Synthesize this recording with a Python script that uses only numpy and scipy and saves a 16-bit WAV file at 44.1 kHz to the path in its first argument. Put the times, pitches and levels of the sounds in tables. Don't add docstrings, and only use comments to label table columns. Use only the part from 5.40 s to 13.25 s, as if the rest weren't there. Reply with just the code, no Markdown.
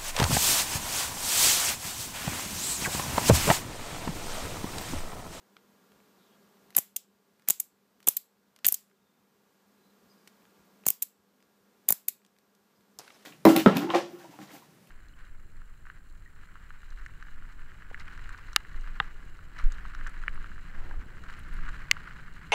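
import sys
import numpy as np
from scipy import signal
from scipy.fft import rfft, irfft
from scipy.io import wavfile
from scipy.ndimage import uniform_filter1d

SR = 44100
rng = np.random.default_rng(int(sys.argv[2]) if len(sys.argv) > 2 else 0)


def file_out(sig):
    cols = np.atleast_2d(sig).T
    lim = np.clip(cols, -1, 1)
    pcm = np.round(lim * 32767).astype(np.int16)
    wavfile.write(sys.argv[1], SR, pcm)


def rack_gain(trim_db):
    fader = np.asarray(trim_db, float)
    return 10 ** (fader / 20)


N = 346185

ARC_DULLING, ARC_SPREAD_DB = (0.042, 0.33, 0.93, 0), 3


def rms_one(x):
    return x / np.sqrt(np.mean(x ** 2) + 1e-20)


def band(x, low_hz, high_hz, order=2):
    high_hz = min(high_hz, 0.45 * SR)
    sos = signal.butter(order, [low_hz, high_hz], "band", fs=SR, output="sos")
    return signal.sosfilt(sos, x + 1e-18) * np.sqrt(SR / 2 / (high_hz - low_hz))


def coloured_rows(s, db, shift_db, extra_db, fade_ms, colour, follows, spread_db):
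    chance_db = spread_db * rng.standard_normal((len(s), 4))
    levels_db = np.add.outer(db, colour) + np.outer(shift_db, follows) + chance_db
    levels_db[:, 3] += extra_db
    return np.column_stack([s, levels_db, fade_ms])


def discharges(rows, voices, rise_ms, after_db, after_ms, crackle_db, click_db):
    thump_hz = (130, 1107.5)
    lead = round(0.002 * SR)
    t_ms = (np.arange(round(0.05 * SR)) - lead) / SR * 1000
    rings, push = np.zeros((2, N + len(t_ms)))
    table = np.array(rows)
    shape = (len(rows), 3, len(t_ms))

    crackle = rng.standard_normal(shape)
    lumps = uniform_filter1d(rng.standard_normal(shape), size=16) * 4
    fading = rack_gain(-60 * t_ms / table[:, 5:])
    fading = fading + rack_gain(after_db - 60 * t_ms / after_ms)
    envelope = np.where(t_ms < 0, rack_gain(60 * t_ms / rise_ms), fading)
    puffs = crackle * rack_gain(crackle_db * lumps) * envelope[:, None]
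    puffs[:, :, lead] += rack_gain(click_db)

    voiced = np.stack([band(puffs[:, k], hz - width_hz / 2, hz + width_hz / 2)
                       for k, (hz, width_hz) in enumerate(voices)], axis=1)
    power = uniform_filter1d(voiced ** 2, size=24)
    crest = np.sqrt(2 * power.max(axis=2, keepdims=True))
    sounds = (rack_gain(table[:, 1:4, None]) * voiced / crest).sum(axis=1)

    for s, thump_db, sound in zip(table[:, 0], table[:, 4], sounds):
        at = round((s + 0.0002) * SR) - lead
        rings[at:at + len(t_ms)] += sound
        push[at + lead] += rack_gain(thump_db)
        push[at + lead + 24] -= 2.2 * rack_gain(thump_db)
    boom = rack_gain(1.0) * band(push, 140, 260, order=1)
    return (rings + rack_gain(6.0) * (band(push, *thump_hz) + boom))[:N]


def sparks():
    # [t/s, strength/dB, dullness/dB, push/dB, restrike/dB]
    arcs = [(1.3666, -5, -1, 3.5, -3.5), (1.3857, -7, -4.5, -4, 0), (2.0868, -5.5, 4.5, 0, -1.5),
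            (2.1053, -2.5, -4, -11.5, -5), (2.6722, -9.5, -5, -21, -3), (2.6853, -2, -4, -8.5, 1),
            (3.2662, -3, -3, -2.5, 2), (3.2858, -5, -3.5, -8, -2.5), (3.3239, -7.5, -5.5, -9.5, -6),
            (5.466, -4, -2, 4.5, 0), (5.4856, -7.5, 2, -3, -5.5), (5.5034, -13, 0.5, -4, -5),
            (6.488, -5.5, 2.5, -7, 5), (6.5056, -5, -6, 4, -2), (6.5239, -4.5, -1.5, -3.5, -7)]
    # [offset/ms, level re arc/dB]
    arc_train = [
        (-1.5, -29.5),
        (-2.7, -22),
        (1.23, -8.5),
        (3, -21),
        (7.5, -25.5),
    ]
    # [t/s, strength/dB, dullness/dB, push/dB, fade T60/ms]
    flashes = [(1.3796, -25.5, 18, 17.5, 5.1), (1.3808, -13.5, -6.5, -6.5, 5), (1.3829, -17.5, 9, -8.5, 5),
               (2.1006, -10, 13.5, 5.5, 2.5), (2.6757, -18.5, 19.5, 13.5, 6),
               (2.6782, -18.5, -0.5, 9.5, 6.6), (2.6889, -16, -0.5, 8, 5), (3.2463, -25.5, 35.5, 11.5, 8),
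               (3.2495, -41.5, 40, 7, 11), (3.2524, -29, 24.5, 7, 6), (3.2537, -21, 15.5, -13.5, 23),
               (3.258, -27.5, 14, 0, 5), (3.2806, -17.5, 1, -14.5, 6.83), (5.4801, -12, -10.5, -16.5, 5),
               (5.4829, -19.5, -2, -2, 4.8), (6.4923, -21, 4, -9.5, 8), (6.4961, -28, 15.5, 3.5, 9.2),
               (6.502, -24, -0.5, -12, 7)]
    # [f/Hz, width/Hz]
    arc_voices = [
        (13740, 4700),
        (7460, 1700),
        (3240, 2800),
    ]
    arc_fade_ms, restrike_fade_ms, restrike_push_db = 4.5, 5, -12.5
    colour_db = (0.5, -9, -22, -27.5)

    rows = [*flashes]
    rows += [(*row[:4], arc_fade_ms) for row in arcs]
    for s, db, dull_db, push_db, again_db in arcs:
        for ms, under_db in arc_train:
            strength_db = db + under_db + again_db * (ms > 0)
            rows.append((s + ms / 1000, strength_db, dull_db, push_db + restrike_push_db, restrike_fade_ms))
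    table = coloured_rows(*np.transpose(rows), colour_db, ARC_DULLING, ARC_SPREAD_DB)
    return discharges(table, arc_voices, rise_ms=2.5, after_db=-15.0, after_ms=22,
                      crackle_db=2.5, click_db=(9, 8, 11))


def breaks():
    # [t/s, strength/dB, loss per strike/dB, length/ms]
    releases = [
        (1.5642, -13, 6.5, 5),
        (2.2002, -16.5, 3, 5),
        (2.7684, -12.5, 6, 5),
        (3.3428, -15.5, 2, 5),
        (5.6226, -17, 2.2, 10),
        (6.6837, -13.5, 4.5, 11),
    ]
    # [f/Hz, width/Hz]
    break_voices = [
        (13200, 4400),
        (7600, 2000),
        (3850, 3140),
    ]
    strike_gap_ms, leader_db, fade_ms = 1.85, -10.5, 4.5
    colour_db = (-1.5, -7.5, -20.5, -46)

    strikes = []
    for s, db, loss_db, length_ms in releases:
        for k in np.arange(-1, length_ms / strike_gap_ms):
            change_db = leader_db if k < 0 else -loss_db * k
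            strikes.append((s + k * strike_gap_ms / 1000, db + change_db))
    s, db = np.transpose(strikes)
    table = coloured_rows(s, db, 0 * s, 0, fade_ms + 0 * s, colour_db, ARC_DULLING, ARC_SPREAD_DB)
    return discharges(table, break_voices, rise_ms=2.5, after_db=-13.0, after_ms=24,
                      crackle_db=5.5, click_db=(9, 7, 9))


def ticks():
    # [t/s, strength/dB, brightness/dB]
    contacts = [(0.1667, -36, -35), (0.5185, -53, -1), (0.6027, -51.5, -15), (1.1693, -54.5, -10),
                (1.3049, -50, 8.5), (1.3263, -56, -0.5), (1.3474, -44.5, 3.5), (1.996, -55.5, 3),
                (2.0215, -54, 0.5), (2.6033, -50, 3.5), (2.6278, -56.5, 10), (2.6423, -59.5, 6.5),
                (3.162, -50.5, 5.5), (3.189, -54, 3.5), (3.4987, -72, 8), (3.5133, -58, -10),
                (5.0215, -55.5, -8), (5.053, -53.5, -2), (5.4372, -49, -2.5), (6.004, -56.5, -3),
                (6.0256, -60, 7.5), (6.8181, -64.5, -12), (6.849, -57, 3.5), (6.8632, -70.5, 16),
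                (6.9648, -56.5, -7), (6.9865, -60, 8), (7.408, -62, 5), (7.6783, -39.5, -21.5),
                (7.7038, -40.5, -18)]
    # [t/s, strength/dB, brightness/dB, thud/dB, fade T60/ms]
    twitches = [
        (1.3499, -49.5, 14.5, -7, 19),
        (1.356, -51, 2, 7, 15),
        (2.076, -45.5, 5, -7, 22),
        (2.079, -35, -1, -12, 15),
        (4.8747, -43.5, 4.5, -13, 23),
        (5.455, -50.5, 10.5, 4, 20),
        (6.4828, -41, -14, -8, 11),
        (7.055, -81, 12, 25.5, 22),
        (7.15, -84, 24.5, 11, 13),
    ]
    # [f/Hz, width/Hz]
    tick_voices = [(12800, 8900), (5000, 6400), (2070, 1900)]
    # [t/s, fizz/dB, snap/dB, knock/dB, thump/dB]
    let_go = [
        (7.5883, -34.5, -32.5, -58, -52),
        (7.5947, -54, -40.5, -44.5, -47),
        (7.6042, -46, -49, -52.5, -48.5),
    ]
    # [f/Hz, width/Hz]
    let_go_voices = [(11500, 12000), (5580, 2800), (900, 940)]
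    tick_fade_ms, let_go_fade_ms, spread_db = 8.0, 14, 2
    colour_db, brightening = (-14, -7.5, -2, -14), (1.25, 1.4, 0.042, 0.1)

    rows = [(*row, 0, tick_fade_ms) for row in contacts] + [*twitches]
    table = coloured_rows(*np.transpose(rows), colour_db, brightening, spread_db)
    hand = [(*row, let_go_fade_ms) for row in let_go]
    build = dict(rise_ms=1.2, after_db=-12.5, after_ms=40, crackle_db=2.0, click_db=(8, 9, 13))
    return discharges(table, tick_voices, **build) + discharges(hand, let_go_voices, **build)


def workshop(x):
    # [f/Hz, T60/s, level/dB]
    room = [(500, 0.23, -25.5), (1306, .22, -18.5), (3275, 0.27, -16.5), (5000, 0.22, -11.5),
            (6530, 0.2, -21), (7800, 0.25, -20.5), (8500, 0.17, -21), (12600, 0.18, -20.5),
            (15500, .2, -24.5)]
    hz, t60_s, level_db = np.transpose(room)
    edges_hz = 500 * 2 ** np.arange(0, 5.1, 1 / 5)
    white, out = rng.standard_normal((2, N)), 0
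    swell = np.exp(-1 / (0.002 * SR))
    for k, (low, high) in enumerate(zip(edges_hz, edges_hz[1:])):
        centre = np.log(low * high) / 2
        hold = rack_gain(-120 / (np.interp(centre, np.log(hz), t60_s) * SR))
        given = band(x, low, high) ** 2 * (high - low) * 2 / SR
        stored = signal.lfilter([1], [1, -hold], given)
        stored = signal.lfilter([1 - swell], [1, -swell], stored)
        gain = rack_gain(np.interp(centre, np.log(hz), level_db) - 27.5)
        out = out + gain * np.sqrt(stored) * band(white[k % 2], low, high)
    return out


def lingering(x, db, t60_s, grain_db, edges_hz, order):
    stored = signal.lfilter([1], [1, -rack_gain(-120 / (t60_s * SR))], x ** 2)
    grain = rack_gain(grain_db * rms_one(band(rng.standard_normal(N), 40, 400, order=1)))
    return rack_gain(db) * np.sqrt(stored) * grain * band(rng.standard_normal(N), *edges_hz, order=order)


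def rustle():
    grab_s, attack_s, grab_t60_s, drag_loss_db_per_s = 7.585, 0.015, 0.19, 24
    t = np.arange(N) / SR - grab_s
    start = np.clip(t / attack_s, 0, 1)
    t = np.maximum(t, 0)

    def gain(grab_db, drag_db):
        return start * (rack_gain(grab_db - 60 * t / grab_t60_s) + rack_gain(drag_db - drag_loss_db_per_s * t))

    grain = rack_gain(2.5 * rms_one(band(rng.standard_normal((2, N)), 9, 60, order=1)))
    cloth = gain(-68.5, -64) * band(rng.standard_normal(N), 1500, 7200, order=1)
    brush = gain(-58, -62) * band(rng.standard_normal(N), 182, 1500, order=1)
    return grain[0] * cloth + grain[1] * brush


def bird():
    # [t/s, length/s, f/Hz, width/Hz, level/dB]
    whistles = [(0.77, 0.12, 3750, 900, -73), (0.85, 0.12, 3300, 1100, -74), (1.72, 0.11, 4700, 60, -90),
                (2.05, 0.1, 3600, 80, -87), (2.6, 0.05, 3600, 160, -86), (3.53, 0.3, 3620, 80, -82.5),
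                (4.37, 0.18, 4030, 70, -77.5), (4.689, 0.05, 4940, 300, -67), (4.695, 0.04, 6200, 250, -79),
                (4.723, 0.13, 4900, 200, -77), (5.522, 0.13, 4550, 140, -87), (5.55, 0.13, 3300, 200, -82),
                (5.99, 0.07, 4950, 300, -83), (7.344, 0.06, 4980, 400, -79), (7.705, 0.06, 6300, 500, -73),
                (7.71, 0.059, 5320, 480, -67)]
    out = np.zeros(N)
    blur = rng.standard_normal((len(whistles), SR // 2))
    for (s, length_s, hz, width_hz, db), noise in zip(whistles, blur):
        n, at = min(round(length_s * SR), SR // 2), round(s * SR)
        slow = signal.butter(2, width_hz / 2, fs=SR, output="sos")
        wobble = rms_one(signal.sosfilt(slow, noise))[-n:]
        swell = np.hanning(n) ** 0.3 * (0.5 + wobble)
        phase = 2 * np.pi * hz * np.arange(n) / SR
        out[at:at + n] += rack_gain(db) * swell * np.sin(phase)
    return out


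def ducking(x):
    from_db, share, most_db, at_start_db = -51, 0.27, 10.5, 2.5
    attack_s, recover_db_per_s = 0.06, 6.0
    level_db = 10 * np.log10(np.abs(uniform_filter1d(x ** 2, size=2048)) + 1e-12)
    wanted_db = np.clip(share * (level_db - from_db), 0, most_db)
    wanted_db[0] = at_start_db
    ramp_db = recover_db_per_s * np.arange(N) / SR
    held_db = np.maximum.accumulate(wanted_db + ramp_db) - ramp_db
    r = np.exp(-1 / (attack_s * SR))
    return rack_gain(-signal.lfilter([1 - r], [1, -r], held_db, zi=[r * held_db[0]])[0])


def coloured(spectrum):
    hz, db = np.transpose(spectrum)
    grid = np.log(np.arange(N // 2 + 1) * SR / N + 1)
    shape = rack_gain(np.interp(grid, np.log(hz), db))
    return rms_one(irfft(rfft(rng.standard_normal(N)) * shape, N))


def background():
    # [f/Hz, density/dB per Hz]
    air = [(24, -56), (40, -29), (119, -16), (200, -1), (336, -11), (413, -5.5), (637, -13), (1150, -13),
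           (1800, -27), (2500, -30), (3250, -57.5), (5500, -120)]
    # [f/Hz, density/dB per Hz]
    hiss = [(900, -26.5), (1500, -8), (2400, -11.5), (4500, -12.5), (8000, -15.5), (9000, -18.5),
            (10500, -19.5), (12000, -16.5), (14000, -13.5), (15000, -17.5), (16000, -9.5)]
    # [f/Hz, width/Hz, level re rumble/dB]
    hum_bands = [(208.3, 40, -23), (395.1, 22, -11)]
    # [f/Hz, level re rumble/dB]
    lines = [(199.5, -2.5), (937, -22.5), (1169, -18), (1405, -13.5), (1640, -14)]
    rumble_db, hiss_db = -66, -67

    rumble = coloured(air)
    for hz, width_hz, db in hum_bands:
        blurred = band(rng.standard_normal(N), hz - width_hz / 2, hz + width_hz / 2, order=1)
        rumble += rack_gain(db) * rms_one(blurred)
    for hz, db in lines:
        rumble += rack_gain(db) * np.sin(2 * np.pi * hz * np.arange(N) / SR)
    gusts = rack_gain(5 * rms_one(band(rng.standard_normal(N), 4.0, 6, order=1)))
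    rumble += rack_gain(-14.5) * gusts * rms_one(band(rng.standard_normal(N), 25, 98, order=1))
    return rack_gain(rumble_db) * rumble + rack_gain(hiss_db) * coloured(hiss)


def scene():
    arcs, releases = sparks(), breaks()
    hits = arcs + releases + ticks()
    tails = lingering(arcs, db=-69, t60_s=0.34, grain_db=1.5, edges_hz=(900, 7100), order=1)
    tails += lingering(arcs, db=-67.5, t60_s=0.34, grain_db=1.5, edges_hz=(9500, 15000), order=1)
    tails += lingering(releases, db=-65, t60_s=0.3, grain_db=1.7, edges_hz=(7300, 8100), order=2)
    quiet = ducking(hits) * background()
    return (hits + workshop(hits) + tails + quiet + bird() + rustle())[None]


def top_cut(x):
    return signal.sosfilt(signal.butter(12, 16520, fs=SR, output="sos"), x)


def record(dry):
    cutoff_hz = 15400
    x = 1.05 * np.tanh(dry / 1.05)
    x = signal.sosfilt(signal.butter(2, 105, "high", fs=SR, output="sos"), x)
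    low = signal.sosfiltfilt(signal.cheby2(20, 40, cutoff_hz, fs=SR, output="sos"), x)
    loud = np.clip(uniform_filter1d(np.abs(x), size=256) / rack_gain(-35.5) - 1, 0, 1)
    top = signal.butter(10, [cutoff_hz, 16500], "band", fs=SR, output="sos")
    mix = low + rack_gain(-24) * signal.sosfiltfilt(top, loud * x)
    return top_cut(mix)


dry = scene()
out = record(dry)
file_out(out)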